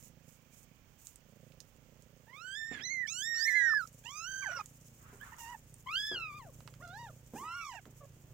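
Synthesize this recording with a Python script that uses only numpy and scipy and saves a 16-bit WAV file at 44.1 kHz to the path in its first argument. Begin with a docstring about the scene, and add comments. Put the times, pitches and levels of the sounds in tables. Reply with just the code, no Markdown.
"""Purring cat and mewing kittens

A mother cat purrs on straw in a stone shed, close to a phone, while her kittens mew over one another.
The purr is paired claps ringing chest and throat; each mew is a stack of partials on a gliding pitch.
Shaped noise makes the rustling, snapping straw, a faint band near 2.3 kHz, airy wheezes, hiss and rumble.
Bodies bump the ground as dull rings with low noise. The left channel starts quiet and fades up."""
import sys
import numpy as np
from scipy import signal
from scipy.fft import rfft, irfft, next_fast_len
from scipy.io import wavfile
from scipy.ndimage import uniform_filter1d

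SR = 44100
rng = np.random.default_rng(int(sys.argv[2]) if len(sys.argv) > 2 else 0)


def waveform_to_disk(signal):
    """Save audio, clipped to [-1, 1], as 16-bit WAV at the path in sys.argv[1]."""
    frames = np.transpose(np.atleast_2d(signal))
    scaled = np.clip(frames, -1, 1) * 32767
    samples = np.round(scaled).astype(np.int16)
    wavfile.write(sys.argv[1], SR, samples)


N = 367353
TOP_HZ = 15850  # upper edge of the whole scene


def undb(db):
    """Turn decibels into an amplitude factor."""
    return 10 ** (np.asarray(db) / 20)


def unit(x):
    """Scale to an RMS of 1 over all channels together."""
    return x / np.sqrt(np.mean(x ** 2))


def band(x, hz, width):
    """Ring a resonance with gain 1 at its centre."""
    return signal.lfilter(*signal.iirpeak(hz, hz / width, fs=SR), x)


def colour(x, points):
    """Shape a spectrum through (Hz, dB) points, joined on a log frequency scale."""
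    hz, db = np.transpose(points)
    size = next_fast_len(x.shape[-1])
    bin_hz = np.arange(size // 2 + 1) * SR / size
    gain = undb(np.interp(np.log(bin_hz + 1), np.log(hz), db))
    return irfft(rfft(x, size) * gain, size)[..., :x.shape[-1]]


def walk(count, size=N):
    """Wander between random levels, count of them a second, joined by straight slopes."""
    step = int(SR / count)
    levels = np.repeat(rng.standard_normal(size // step + 1), step)
    return 2.13 * uniform_filter1d(levels, step)[:size]


def sides(pan_db):
    """Left and right gains whose mean is 1, with left minus right given in dB."""
    return 2 * np.array([[undb(pan_db)], [1]]) / (1 + undb(pan_db))


def add(out, s, sound):
    """Mix a sound in at s seconds."""
    i = int(s * SR)
    out[:, i:i + sound.shape[1]] += sound[:, :N - i]


# Purring breaths, each lasting until the next.
# Each row: start in seconds, chest level in dB at the start and at the end, throat minus chest in dB.
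BREATHS = [(0, -62.5, -71, -8), (1.15, -62.5, -59, -5), (1.68, -63.5, -66.5, -4), (2.6, -63, -65.5, -15),
           (3.431, -72, -56.5, -8.5), (4.15, -64.5, -59.5, -11.5), (5.38, -62.5, -63, -12),
           (6.059, -60, -56, -11.5), (7.319, -59, -67, -17), (7.72, -60, -53, -15.5),
           (8.17, -54, -53, -13.5)]
TURN_S, TURN_DB, ARCH_DB = 0.13, -7, 0.5  # the purr dips where the breath turns and swells in its middle


def breathing():
    """Chest level and throat-minus-chest level in dB as the breaths follow one another."""
    t = np.arange(N) / SR
    start, from_db, to_db, throat_db = np.transpose(BREATHS)
    end = np.append(start[1:], N / SR)
    breath = np.clip(np.searchsorted(start, t) - 1, 0, None)
    along = (t - start[breath]) / (end - start)[breath]
    chest_db = from_db[breath] + (to_db - from_db)[breath] * along + ARCH_DB * np.sin(np.pi * along)
    chest_db = chest_db + TURN_DB * sum(np.exp(-((t - s) / TURN_S) ** 2) for s in start[1:])
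    # smooth the steps between breaths over 50 ms
    return [uniform_filter1d(db, size=SR // 20) for db in (chest_db, throat_db[breath])]


# Pulse rate of the purr. Each row: time in seconds, rate in Hz.
PURR_RATE = [(0, 27.61), (1.1, 27.78), (2.3, 29.22), (2.7, 28.22), (3.55, 28.6), (4.08, 29.43),
             (4.35, 28.19), (5.4, 30.07), (6.3, 28.62), (7.5, 30.5), (7.95, 29.54), (8.33, 28.07)]
REBOUND_MS = 7.83, 7.7  # mean delay of the second clap, at the start and at the end


def purr_claps():
    """The vocal folds clap once a cycle and rebound some 8 ms later, with uneven timing and force."""
    hz = np.interp(np.arange(N) / SR, *np.transpose(PURR_RATE))
    cycles = 0.3083 + np.cumsum(hz) / SR
    at = np.flatnonzero(np.diff(np.floor(cycles)))
    jitter, force, delay, rebound_force = rng.standard_normal((4, len(at)))
    at = np.abs(at + (0.0001 * SR * jitter).astype(int))
    rebound = np.linspace(*REBOUND_MS, len(at)) * (1 + 0.062 * delay) * SR / 1000
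    claps = np.zeros(N + SR)
    claps[at] = undb(2.5 * force)
    claps[at + rebound.astype(int)] = undb(0.61 * rebound_force)
    # soft tissue: each clap lasts about 2 ms
    return np.convolve(claps, np.hanning(100))[:N]


# Body resonances; the first chest row rings at first, the second at last.
# Each row: centre in Hz, width in Hz, relative level in dB.
CHEST_RINGS = [(177.2, 128, 0), (130.6, 70, 0)]
THROAT_RINGS = [(402, 380, 0.7), (531, 250, 0)]


def purr():
    """The claps ring chest and throat, the chest crossfading from one resonance to the other."""
    claps = purr_claps()

    def ring(hz, width_hz, db):
        """Pass the claps twice through one resonance."""
        return undb(db) * unit(band(band(claps, hz, width_hz), hz, width_hz))

    fade = np.linspace(0, np.pi / 2, N)
    chest = np.cos(fade) * ring(*CHEST_RINGS[0]) + np.sin(fade) * ring(*CHEST_RINGS[1])
    throat = unit(sum(ring(*mode) for mode in THROAT_RINGS))
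    chest_db, throat_db = breathing()
    return undb(chest_db) * (chest + undb(throat_db) * throat)


# Steady stirring of the straw. Each row: time in seconds, level in dB.
RUSTLE = [(0, -80), (2.5, -74.5), (4, -64), (8.33, -69)]
# A body shifts and the straw swells. Each row: time in seconds, level in dB.
SHUFFLES = [(0.034, -57), (.32, -67.5), (0.592, -62), (1.058, -59), (3.466, -51), (3.8, -69), (5.43, -54),
            (5.51, -66.5), (6.02, -56), (7.4, -56.5)]
# Colour of straw, for rubbing and snaps alike. Each row: frequency in Hz, relative level in dB.
STRAW_COLOUR = [(880, -67), (1500, -64), (2230, -9), (4300, -17), (6800, 2), (11000, -11), (14900, -3),
                (16000, -12)]


def straw():
    """Dense rubbing of stalks as grainy noise that swells when a body shifts, with stray ticks."""
    t = np.arange(N) / SR
    swell = undb(np.interp(t, *np.transpose(RUSTLE)))
    swell = swell + sum(undb(db) * np.exp(-((t - s) / 0.053) ** 2) for s, db in SHUFFLES)
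    grain = rng.standard_normal((2, N)) * undb(1.51 * rng.exponential(size=(2, N)))
    flicker = undb(1.6 * walk(count=60))
    ticks = 0
    # about nine ticks a second ring in each band
    for hz in (5455, 7000, 9860, 14500):
        hits = (rng.random(N) < 9 / SR) * undb(21.5 + 10 * rng.random(N))
        ticks = ticks + band(hits, hz, hz / 3)
    ticks = ticks * [[.6], [1]]  # softer on the left
    return unit(colour(unit(grain) * flicker + ticks, STRAW_COLOUR)) * swell


# Steady hiss colour. Each row: frequency in Hz, relative level in dB.
HISS_COLOUR = [(450, -14), (750, -6), (3150, -8), (3900, -15.5), (6500, -11), (9000, -26), (13000, -23),
               (15000, -9.5)]
HISS_DB = -68
# Rumble. Each row: time in seconds, level in dB.
RUMBLE = [(0, -67), (3.799, -68), (5.2, -62), (8.33, -63.5)]


def air():
    """Steady hiss, unrelated left and right, over a wavering rumble that both sides mostly share."""
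    hiss = unit(colour(rng.standard_normal((2, N)), HISS_COLOUR)) * undb(HISS_DB)
    low = rng.standard_normal(N) + .35 * rng.standard_normal((2, N))
    rumble_db = np.interp(np.arange(N) / SR, *np.transpose(RUMBLE)) + 0.867 * walk(count=4)
    rumble = unit(band(band(low, 53, 68.4), 42, 810)) * undb(rumble_db)
    return hiss + rumble


# Bands of soft noise: first a faint narrow band near 2.3 kHz, then broader airy wheezes.
# Each row: start in seconds, end in seconds, centre in Hz, width in Hz, level in dB before the fades.
NOISE_BANDS = [(0.1, 0.999, 2330, 246, -77.5), (2.692, 2.832, 1930, 900, -51),
               (4.441, 4.664, 1530, 834, -56.5), (4.978, 5.599, 1300, 699, -59)]


def noise_bands():
    """Noise through two resonances, fluttering and faded at both ends: a faint band, then airy wheezes."""
    out = np.zeros((2, N))
    for start, end, hz, width_hz, db in NOISE_BANDS:
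        size = int((end - start) * SR)
        noise = rng.standard_normal((2, size))
        soft = unit(band(band(noise, hz, width_hz), hz, 2 * width_hz))
        flutter = undb(2.5 * walk(30, size))
        add(out, start, soft * np.sqrt(np.hanning(size)) * flutter * undb(db))
    return out


# Straw snapping. Each row: time in seconds, level in dB, centre in Hz.
CRACKS = [(1.05, -53, 7600), (1.07, -36, 7300), (1.1582, -44.5, 7500), (1.5204, -53.5, 3300),
          (1.6033, -39, 5874), (2.0225, -50.5, 6800), (4.6586, -39.5, 7100), (3.874, -43, 6486),
          (4.812, -52, 6560), (4.883, -54, 6296), (5.172, -55, 8600), (5.212, -48, 14500),
          (5.311, -54, 14300), (5.7415, -40.5, 8780), (6.605, -45.5, 1110), (6.6757, -38, 916),
          (6.739, -47.5, 2000), (6.877, -49.5, 6677), (7.8545, -45.5, 1309)]
SNAP_WIDTH_HZ = 1300


def snaps():
    """A snapping straw: a ringing burst with a short tail, and a sharp tick stronger in high snaps."""
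    out, t = np.zeros((2, N)), np.arange(SR // 20) / SR
    for s, db, hz in CRACKS:
        burst = np.minimum(t / 0.0007, 1) * np.exp(-t / 0.00089) + 0.12 * np.exp(-t / 0.012)
        snap = band(rng.standard_normal(len(t)) * burst, hz, SNAP_WIDTH_HZ)
        tick = colour(rng.standard_normal(len(t)) * np.exp(-t / 0.00027), STRAW_COLOUR)
        snap = snap / np.abs(snap).max() + hz / TOP_HZ * tick / np.abs(tick).max()
        add(out, s, undb(db) * sides(-8.5) * snap / np.abs(snap).max())
    return out


# Mouth colour shared by all overtones. Each row: frequency in Hz, level in dB.
MOUTH_COLOUR = [(1000, 4), (2200, 5), (3400, 2.5), (4500, 5.5), (5500, 18), (7000, 13.5), (9500, 5.5),
                (14000, 9.5)]
MEW_LAG_MS = 0.043  # the left port is further from the kittens
LATE_DB, LATE_S = 5, .04  # high partials come in late and leave early: dB an octave of partials, time
GULP_S, GULP_BEFORE_END_S = 0.0045, 0.012


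def mew(pitch, top_db, drop_db, swell_db, gulp_db, peak_hz, second_hz, dull_db, start_db, end_db,
        fall_db, pan_db, over_pan_db, rough):
    """Clean partials on a gliding pitch; roughness shakes pitch and size and so smears each line."""
    s, hz = np.transpose(pitch)
    t = np.arange(s[0], s[-1], 1 / SR)
    size = len(t)
    edge_s = np.minimum(t - s[0], s[-1] - t)  # time to the nearer end
    hz = uniform_filter1d(np.interp(t, s, hz), 500)
    below_top = np.log2(hz / hz.max())  # octaves, 0 or less
    # level follows pitch; the call swells or fades, and its level may jump or gulp at the close
    first_db = top_db + drop_db * below_top + swell_db * np.linspace(-.5, .5, size)
    first_db = first_db + gulp_db * np.exp(-((t - s[-1] + GULP_BEFORE_END_S) / GULP_S) ** 2)
    # the voice catches roughly and breaks up as it ends
    rough = rough + 0.33 * np.exp(-edge_s / 0.029)
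    hz = hz * (1 + 0.03 * rough * walk(150, size) + 0.0012 * walk(30, size))
    phase = 2 * np.pi * (np.cumsum(hz) / SR - np.outer([MEW_LAG_MS / 1000, 0], hz))
    # the mouth opens or closes along the call, and the overtones follow part of the effort
    over_db = np.linspace(start_db, end_db, size) + 0.026 * (first_db - first_db.max())
    closing = 1 + 0.16 * np.linspace(.5, -.5, size)  # the resonances sink along the call
    mouth_hz, mouth_db = np.transpose(MOUTH_COLOUR)
    out = 0
    for k in range(1, 14):
        shake = 1 + np.clip(rough, 0, 1) * walk(250, size) * k ** 0.52
        if k == 1:
            gain = undb(first_db) * sides(pan_db)
        else:
            partial_db = over_db - fall_db * np.log2(k / 2) * 2
            partial_db = partial_db + np.interp(np.log(k * hz), np.log(mouth_hz), mouth_db)
            # each overtone sways in level, left and right apart
            partial_db = partial_db + 1.8 * np.array([walk(18, size), walk(18, size)])
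            partial_db = partial_db + dull_db * np.log2(k) * below_top
            for f in (peak_hz, second_hz):
                partial_db = partial_db + 12 * np.exp(-(np.log(k * hz / f / closing) / 0.16) ** 2)
            partial_db = partial_db - LATE_DB * np.log2(k) * np.exp(-edge_s / LATE_S)
            gain = undb(partial_db) * (k * hz < TOP_HZ) * sides(over_pan_db)
        out = out + np.sqrt(2) * gain * shake * np.sin(k * phase)
    return out * np.clip(edge_s / .012, 0, 1)


NOOK_T60_S, NOOK_DB = .09, -17


def stone_corner(dry):
    """The short ring of the stone corner: a decaying noise tail, unrelated left and right."""
    t = np.arange(SR // 4) / SR
    tail = rng.standard_normal((2, len(t))) * 1000 ** (-t / NOOK_T60_S)
    tail = tail / np.sqrt(np.sum(tail ** 2, axis=1, keepdims=True))
    return undb(NOOK_DB) * signal.fftconvolve(dry.mean(axis=0)[None], tail, axes=1)[:, :N]


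# Pitch of each mew, one list of points a mew. Each point: time in seconds, pitch in Hz.
MEW_PITCHES = [
    [(2.265, 844), (2.34, 1067), (2.445, 1468), (2.54, 1604), (2.575, 1783), (2.72, 1821), (2.76, 1714),
     (2.8, 1560)],
    [(2.8, 1450), (2.855, 2060), (2.885, 1983), (2.915, 2145), (2.97, 2080), (3.025, 1960), (3.07, 1714)],
    [(3.065, 984), (3.105, 1288), (3.215, 1571), (3.23, 1710), (3.28, 1866), (3.475, 1788), (3.665, 1603),
     (3.69, 1504), (3.75, 1081)],
    [(3.34, 1300), (3.425, 1610), (3.487, 2182), (3.51, 1946), (3.54, 1955), (3.56, 2093), (3.62, 1926),
     (3.775, 1693), (3.83, 1309), (3.86, 1317)],
    [(4.035, 791), (4.12, 1142), (4.245, 1373), (4.28, 1537), (4.315, 1565), (4.47, 1565), (4.525, 1438),
     (4.56, 1450), (4.625, 1150)],
    [(4.42, 1182), (4.44, 1140), (4.452, 922), (4.482, 795), (4.5, 553), (4.52, 701), (4.55, 705)],
    [(4.555, 529), (4.585, 550), (4.6, 397), (4.62, 426)],
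    [(5.2, 1470), (5.225, 1716), (5.245, 1770)],
    [(5.31, 1045), (5.33, 864), (5.35, 990)],
    [(5.38, 940), (5.465, 918), (5.525, 987), (5.565, 860)],
    [(5.86, 1000), (5.885, 1061), (5.99, 1657), (6.085, 1742), (6.145, 1653), (6.165, 1434), (6.325, 1161),
     (6.38, 1220), (6.51, 477.7)],
    [(6.8, 486), (6.83, 722), (6.88, 678), (6.925, 724), (7.0, 967), (7.055, 928), (7.12, 530)],
    [(7.35, 729), (7.395, 994), (7.44, 1194), (7.51, 1369), (7.59, 1424), (7.69, 1111), (7.77, 592)],
    [(7.425, 852), (7.445, 975), (7.52, 986), (7.555, 1131), (7.655, 1159), (7.715, 994), (7.78, 888),
     (7.805, 650)],
    [(8.0, 570.5), (8.065, 558.5)],
]
# The voice of each mew, in the same order.
# Each row: fundamental in dB at the top pitch, dB lost an octave below the top, swell in dB from start
# to end, level change in dB at the close, two mouth resonances in Hz, dulling in dB an octave of partials
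# an octave below the top, overtone level in dB at the start and at the end, fall in dB (a half octave
# of partials), left minus right in dB of the fundamental and of the overtones, base roughness from 0 to 1.
MEW_VOICES = [(-41.5, 34.5, -13.5, -6, 3325, 8070, 12.5, -52.5, -72.5, 7.5, -6.5, -6, 0.11),
              (-40.5, 31, 16.5, -1.5, 6500, 4970, 29, -43, -84.5, 13.3, -14, -9.5, 0.057),
              (-36, 40, 20.5, 20.5, 3130, 6670, 1.5, -52.5, -83, 4.45, -17.5, -10.5, 0.076),
              (-24, 44.5, 25.5, -33, 4320, 5250, 1, -62.5, -79.5, 3.15, -13.5, -4, 0.067),
              (-44, 13, 9, 4, 6310, 2800, 2, -60.5, -73, 4.8, -7, -8, 0.095),
              (-55.5, -4, -12, -7, 2400, 1600, -1, -67, -71, 6.7, -0.5, -11, 0.14),
              (-61.5, 22, -31, -15, 924, 2600, -5, -61, -66.5, 2.6, -3, -3, 0.057),
              (-50.5, 24, 2, 2, 3100, 5000, 0, -72, -86, 20, -12, -8, 0.02),
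              (-57, 20, -3, -5, 1600, 2900, 2, -81.5, -71, 10, -3, -10, 0.63),
              (-49.5, 18, 8, 3, 1980, 2950, 11, -68, -74, 5, -0.5, -15, 0.1),
              (-44.5, 6.5, -10, 6, 2890, 4260, 6.5, -49, -63.5, 11.8, 11, -3.5, 0.14),
              (-48, 18.5, -2, 8, 1550, 3680, 5.5, -61.5, -67.5, 6.2, 5.5, -7, 0.1),
              (-43, 12.5, -5, 0, 2750, 8200, -5.5, -68.5, -71.5, 6.9, -1.5, 0.5, 0.08),
              (-55, -6, -0.5, -14, 1830, 2800, 5, -78.5, -66.5, 4.4, -0.5, -17, 0.16),
              (-60, 0, 1, 1, 840, 1830, -3, -75, -77, 9, -3, 2, 0.24)]


def kittens():
    """All the mews, some overlapping, with the ring of the stone corner around them."""
    out = np.zeros((2, N))
    for pitch, voice in zip(MEW_PITCHES, MEW_VOICES):
        add(out, pitch[0][0], mew(pitch, *voice))
    return out + stone_corner(out)


# Bodies bumping the ground. Each row: time in seconds, level of the ring in dB, centre in Hz.
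BUMPS = [(2.713, -43, 239), (2.798, -52.5, 234), (5.129, -55.5, 410), (6.114, -43, 369),
         (7.336, -42.5, 230), (7.406, -48, 212), (7.856, -51, 213.4)]


def bumps():
    """A soft blow: a dull ring and a scatter of low noise."""
    out, t = np.zeros((2, N)), np.arange(SR // 5) / SR
    for s, db, hz in BUMPS:
        push = np.minimum(t / 0.00035, 1)
        ring = np.sin(2 * np.pi * hz * t) * np.exp(-t / 0.027)
        noise = rng.standard_normal(len(t))
        scatter = unit(band(band(noise, hz, 2 * hz), hz, 2 * hz)) * np.exp(-t / 0.038)
        add(out, s, (undb(db) * push * (ring + 0.68 * scatter))[None])
    return out


def scene():
    """Mother, litter and straw together."""
    return purr() + straw() + air() + noise_bands() + snaps() + kittens() + bumps()


# Left channel against the right. Each row: time in seconds, left minus right in dB.
LEFT_GAIN = [(2.7, -11), (3.099, -3), (3.6, -3.5)]


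def record(dry):
    """The left channel fades up as the right eases back, their gains averaging 1; the top is cut."""
    left = undb(np.interp(np.arange(N) / SR, *np.transpose(LEFT_GAIN)))
    gain = np.array([left, np.ones(N)])
    top_cut = signal.ellip(10, .2, 80, TOP_HZ, fs=SR, output="sos")
    return signal.sosfilt(top_cut, dry * 2 * gain / gain.sum(axis=0))


dry = scene()
out = record(dry)
waveform_to_disk(out)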